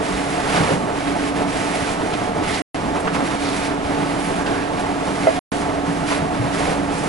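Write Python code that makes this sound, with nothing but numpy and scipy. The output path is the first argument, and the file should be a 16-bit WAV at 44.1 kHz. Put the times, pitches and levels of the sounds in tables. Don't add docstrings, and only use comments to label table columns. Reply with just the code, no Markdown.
import sys
import numpy as np
from scipy import signal
from scipy.fft import rfft, irfft, next_fast_len
from scipy.io import wavfile

SR = 44100
rng = np.random.default_rng(int(sys.argv[2]) if len(sys.argv) > 2 else 0)


def transcribe(signal):
    frames = np.atleast_2d(signal).T
    limited = np.clip(frames, -1, 1)
    pcm = np.round(limited * 32767).astype(np.int16)
    wavfile.write(sys.argv[1], SR, pcm)


N = 312228
FFT_SIZE = 2 * next_fast_len(N // 2 + 1, True)
TIME_S, FREQS_HZ = np.arange(N) / SR, np.fft.rfftfreq(FFT_SIZE, 1 / SR)


def gain_of(db):
    return 10 ** (np.asarray(db) / 20)


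def unit_rms(x):
    return x / np.sqrt(np.mean(x ** 2) + 1e-20)


def per_bin(points):
    hz, value = np.transpose(points)
    return np.interp(np.log(FREQS_HZ + 1), np.log(hz + 1), value)


def coloured(x, spectrum_db):
    return unit_rms(irfft(rfft(x, FFT_SIZE) * gain_of(spectrum_db))[:N])


def drift(cutoff_hz):
    return coloured(rng.standard_normal(N), -20 * np.log10(1 + (FREQS_HZ / cutoff_hz) ** 4))


def movement_gain(rows, attack_s, release_s, rest_db):
    power = gain_of(rest_db) ** 2
    for start_s, length_s, level_db in rows:
        onset = np.clip((TIME_S - start_s) / attack_s + 0.5, 0, 1)
        fade = np.exp(-np.clip((TIME_S - start_s - length_s) / release_s, 0, 20))
        power = power + (gain_of(level_db) * onset * fade) ** 2
    return np.sqrt(power)


def struck_mode(start_s, level_db, pitch_hz, t60_s, rise_s):
    out = np.zeros(N)
    ringing = (TIME_S > start_s) & (TIME_S < start_s + 2 * t60_s)
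    t = TIME_S[ringing] - start_s
    envelope = gain_of(level_db - 60 * t / t60_s) * (1 - np.exp(-t / rise_s))
    out[ringing] = envelope * np.sin(2 * np.pi * pitch_hz * t)
    return out


# freq_hz, density_db
AIR_SPECTRUM = [(15, -7.5), (30, -22.5), (60, -4.5), (110, -3), (180, -3), (330, -3), (520, -4.5),
                (750, -4), (1050, -8), (2000, -14.5), (4000, -24), (7000, -30), (11000, -32.5)]
# centre_hz, width_hz, lift_db
DUCT_RESONANCES = [(170, 15, 5), (194, 20, 5), (259, 20, 5.5), (310.3, 20.5, 7.5), (402, 20, 3.5),
                   (438, 45, 5), (613, 25, 2), (657, 35, 4.5), (705, 38, 3.5), (723, 14, 7), (867, 33, 7.5),
                   (1116, 57, 3), (1296, 15, 6.5)]


def blower_rush(level_db=-24, surge_db=1.17, surge_hz=14):
    lift_db = sum(db / (1 + (2 * (FREQS_HZ - hz) / width) ** 2) for hz, width, db in DUCT_RESONANCES)
    air = coloured(rng.standard_normal(N), per_bin(AIR_SPECTRUM) + lift_db)
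    return air * gain_of(level_db + surge_db * drift(surge_hz))


# time_s, relative_db
FAN_LEVELS = [(0.0, -31.5), (0.88, -32.5), (1.08, -25), (1.28, -29), (1.52, -27), (2.25, -35.5),
              (3.15, -30.5), (3.55, -30), (3.95, -29), (4.6, -32), (5.2, -32.0), (5.85, -27), (6.25, -31.5),
              (6.78, -25.5), (7.08, -33.5)]


def blower_hum(motor_hz=40.74, motor_db=-45, blades=7, fan_trim_db=-0.4, waver=0.36, waver_hz=11):
    shaft_angle = 2 * np.pi * motor_hz * TIME_S
    motor = unit_rms(np.sin(shaft_angle))
    wavering = 1 + waver * (drift(waver_hz) + 1j * drift(waver_hz)) / np.sqrt(2)
    fan = unit_rms((wavering * np.exp(1j * blades * shaft_angle)).real)
    fan_db = fan_trim_db + np.interp(TIME_S, *np.transpose(FAN_LEVELS))
    return gain_of(motor_db) * motor + gain_of(fan_db) * fan


def friction(snags_per_s=1500, spread_db=5.5, snag_gain=0.55):
    snags = (rng.random(N) < snags_per_s / SR) * rng.choice([-1, 1], N)
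    sizes = gain_of(spread_db * np.minimum(rng.exponential(1, N), 4))
    return rng.standard_normal(N) + snag_gain * unit_rms(snags * sizes)


# start_s, length_s, swish_db, fizz_db
SHEET_STROKES = [ (0.025, 0.53, -32.5, -37), (.46, 0.28, -29.5, -35.5), (.95, 0.18, -34.5, -41),
                 (1.172, 0.12, -32.5, -39), (1.352, 0.07, -32.5, -39), (1.478, 0.46, -31, -35.5),
                 (2.02, 0.24, -36.5, -42), (2.422, 0.13, -32, -39), (2.481, 0.11, -30, -36),
                 (2.732, .02, -32.5, -41), (2.847, 0.053, -41, -47), (2.954, 0.021, -36.5, -58),
                 (3.133, 0.019, -27, -35), (3.233, 0.13, -33.5, -38.5), (3.392, .28, -31.5, -36),
                 (3.827, 0.42, -37, -45), (4.185, .22, -36, -41.5), (4.458, 0.2, -36, -49),
                 (4.772, .03, -34, -45.5), (4.863, 0.19, -42.5, -46.5), (5.04, 0.17, -36, -40),
                 (5.2, 0.17, -32, -38.5), (5.517, 0.11, -36, -37.5), (5.853, 0.27, -39.5, -44.5),
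                 (6.072, 0.083, -28, -34.5), (6.33, 0.4, -39, -50), (6.522, .21, -31.5, -36),
                 (6.915, 0.17, -37, -37)]
# freq_hz, density_db
SWISH_SPECTRUM = [(150, -10.5), (500, -8.5), (1000, -2.5), (2100, 1), (3000, -4.5), (5000, -11),
                  (8000, -26), (11000, -13.5)]
# freq_hz, density_db
FIZZ_SPECTRUM = [(1500, -31), (3500, -10), (5500, -3.5), (8000, -3.5), (11000, -5.5)]


def sheet_strokes(attack_s=0.035, release_s=0.034, swish_trim_db=1, grip_db=0.98, grip_hz=35):
    start_s, length_s, swish_db, fizz_db = np.transpose(SHEET_STROKES)
    swish_rows = zip(start_s, length_s, swish_db + swish_trim_db)
    fizz_rows = zip(start_s, length_s, fizz_db)
    swish = coloured(friction(), per_bin(SWISH_SPECTRUM))
    swish *= movement_gain(swish_rows, attack_s, release_s, rest_db=-51)
    fizz = coloured(friction(), per_bin(FIZZ_SPECTRUM))
    fizz *= movement_gain(fizz_rows, attack_s, release_s, rest_db=-66)
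    return (swish + fizz) * gain_of(grip_db * drift(grip_hz))


# start_s, level_db, pitch_hz, t60_s
BED_BLOWS = [(.13, -21, 55.5, .22), (.597, -13.5, 151.7, .14), (.6, -18, 82, 0.18),
             (0.712, -17, 115.8, 0.14), (.729, -22, 192.5, 0.29), (2.87, -23, 58, 0.22),
             (3.845, -18, 75, 0.11), (5.878, -15, 169, 0.2), (6.22, -15, 160.5, .15),
             (6.395, -11, 117.2, 0.15), (6.446, -13, 137, 0.13), (6.63, -23.5, 70, .25)]


def bed_thuds():
    return sum(struck_mode(*blow, rise_s=0.0059) for blow in BED_BLOWS)


# start_s, length_s, level_db
MATTRESS_LEANS = [(.54, 0.22, -26), (3.08, 0.1, -38), (3.97, 0.49, -31.5), (5.88, 1, -34.5),
                  (6.88, 0.22, -36.5)]
# freq_hz, density_db
RUMBLE_SPECTRUM = [(25, -38), (60, -9), (110, -16.5), (170, 3.5), (215, -8.5), (300, -13.5), (1000, -36)]


def mattress_rumble():
    weight = movement_gain(MATTRESS_LEANS, attack_s=0.12, release_s=0.12, rest_db=-40)
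    return weight * coloured(rng.standard_normal(N), per_bin(RUMBLE_SPECTRUM))


# peak_s, level_db, fade_s, centre_hz, width_oct
CLOTH_SWELLS = [ (.575, -19.5, .05, 750, 1.1), (.715, -19, 0.045, 475, 0.76), (1.41, -26.5, 0.036, 600, .6),
                (2.55, -30, 0.018, 4200, 0.46), (3.48, -34.5, 0.074, 4050, 0.32),
                (4.26, -40, .07, 10000, .4), (4.52, -34, 0.14, 1590, 0.094),
                (6.125, -20.5, 0.019, 840, 0.93), (6.7, -25, 0.087, 560, 0.59)]
# peak_s, level_db, centre_hz
CLOTH_TOUCHES = [(1.074, -27, 1990), (2.136, -26.5, 2500), (3.005, -35, 9000), (3.077, -18.5, 1310),
                 (3.148, -23.5, 1000), (3.206, -23.5, 850), (4.002, -43, 900), (4.467, -29, 2770),
                 (4.8, -36, 10000)]


def flaps_and_hisses(rise_per_fade=1.21, slope_db=9, knee=0.61, fft_size=2 ** 16):
    touch_rise_s, touch_fade_s, touch_oct = 0.0053, 0.015, 0.55
    swells = [(s, db, rise_per_fade * fade, fade, hz, width) for s, db, fade, hz, width in CLOTH_SWELLS]
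    touches = [(s, db, touch_rise_s, touch_fade_s, hz, touch_oct) for s, db, hz in CLOTH_TOUCHES]
    freqs_hz = np.fft.rfftfreq(fft_size, 1 / SR)
    out, rubbing = np.zeros(N), friction()
    for peak_s, level_db, rise_s, fade_s, centre_hz, width_oct in swells + touches:
        near = abs(TIME_S - peak_s) < 0.5
        t = TIME_S[near] - peak_s
        off_centre = np.log2((freqs_hz + 1) / centre_hz) / width_oct
        band = gain_of(-slope_db * np.hypot(off_centre, knee))
        burst = irfft(rfft(rubbing[near], fft_size) * band)[:len(t)]
        envelope = np.exp(-np.maximum(-t / rise_s, t / fade_s))
        out[near] += gain_of(level_db) * unit_rms(burst) * envelope
    return out


# start_s, level_db
PANEL_HITS = [(5.2703, -2), (5.2796, -8.5), (5.2888, -12.5), (5.304, -19)]
# pitch_hz, relative_db, t60_s
PANEL_MODES = [(554, -5.5, 0.043), (657, 5, 0.035), (815, -28.5, .03), (1330, -12, 0.043),
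               (2034, -16, 0.077), (2530, -25.5, .04)]


def wood_knock(rise_s=0.0013, contact_hz=1500):
    return sum(struck_mode(start_s, hit_db + mode_db, hz, t60_s, rise_s) / np.hypot(1, hz / contact_hz)
               for start_s, hit_db in PANEL_HITS for hz, mode_db, t60_s in PANEL_MODES)


def cabin_reflections(x, t60_s=0.2):
    tail = rfft(rng.standard_normal(N) * gain_of(-60 * TIME_S / t60_s), FFT_SIZE)
    allpass = tail / (abs(tail) + 1e-12)
    return irfft(rfft(x, FFT_SIZE) * allpass)[:N]


# freq_hz, coherence
PORT_COHERENCE = [(50, .97), (300, .95), (850, .91), (1250, .82), (1900, .6), (3000, .52), (5500, .56),
                  (8000, .73), (11000, .81)]
# freq_hz, left_lead_rad
PORT_PHASE = [(40, .25), (170, .62), (270, 1.05), (480, 1.17), (800, 1.42), (1250, 1.38), (1750, 1.0),
              (2350, 0), (10000, -.12)]
# freq_hz, left_minus_right_db
PORT_BALANCE = [(50, .4), (200, -.4), (280, -1.6), (850, -2.8), (1400, -5.3), (2050, -6.6), (2700, -3.4),
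                (5500, -1.2), (11000, -.4)]


def microphone_ports(mid, diffuse):
    coherence = np.clip(per_bin(PORT_COHERENCE), 0, 1)
    lead_rad = per_bin(PORT_PHASE)
    balance = gain_of(per_bin(PORT_BALANCE))
    mid_power = balance + 1 / balance + 2 * coherence * np.cos(lead_rad)
    direct = (balance - 1 / balance + 2j * coherence * np.sin(lead_rad)) * rfft(mid, FFT_SIZE)
    reflected = 2 * np.sqrt(1 - coherence ** 2) * rfft(diffuse, FFT_SIZE)
    side = irfft((direct + reflected) / mid_power)[:N]
    return np.array([mid + side, mid - side])


def scene():
    def noises():
        return blower_rush() + sheet_strokes() + flaps_and_hisses() + mattress_rumble()
    tones = blower_hum() + bed_thuds() + wood_knock()
    return microphone_ports(mid=noises() + tones, diffuse=noises() + cabin_reflections(tones))


# start_s, end_s
INPUT_GAPS = [(2.6197, 2.7447), (5.3915, 5.518)]


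def record(dry):
    ceiling, cutoff_hz = 0.92, 11020
    rounded = dry / (1 + (dry / ceiling) ** 8) ** (1 / 8)
    live = np.ones(N)
    for start_s, end_s in INPUT_GAPS:
        live[(TIME_S > start_s) & (TIME_S < end_s)] = 0
    lowpass = signal.firwin(1023, cutoff_hz, window=("kaiser", 9), fs=SR)
    return signal.oaconvolve(rounded * live, lowpass[None], "same")


dry = scene()
out = record(dry)
transcribe(out)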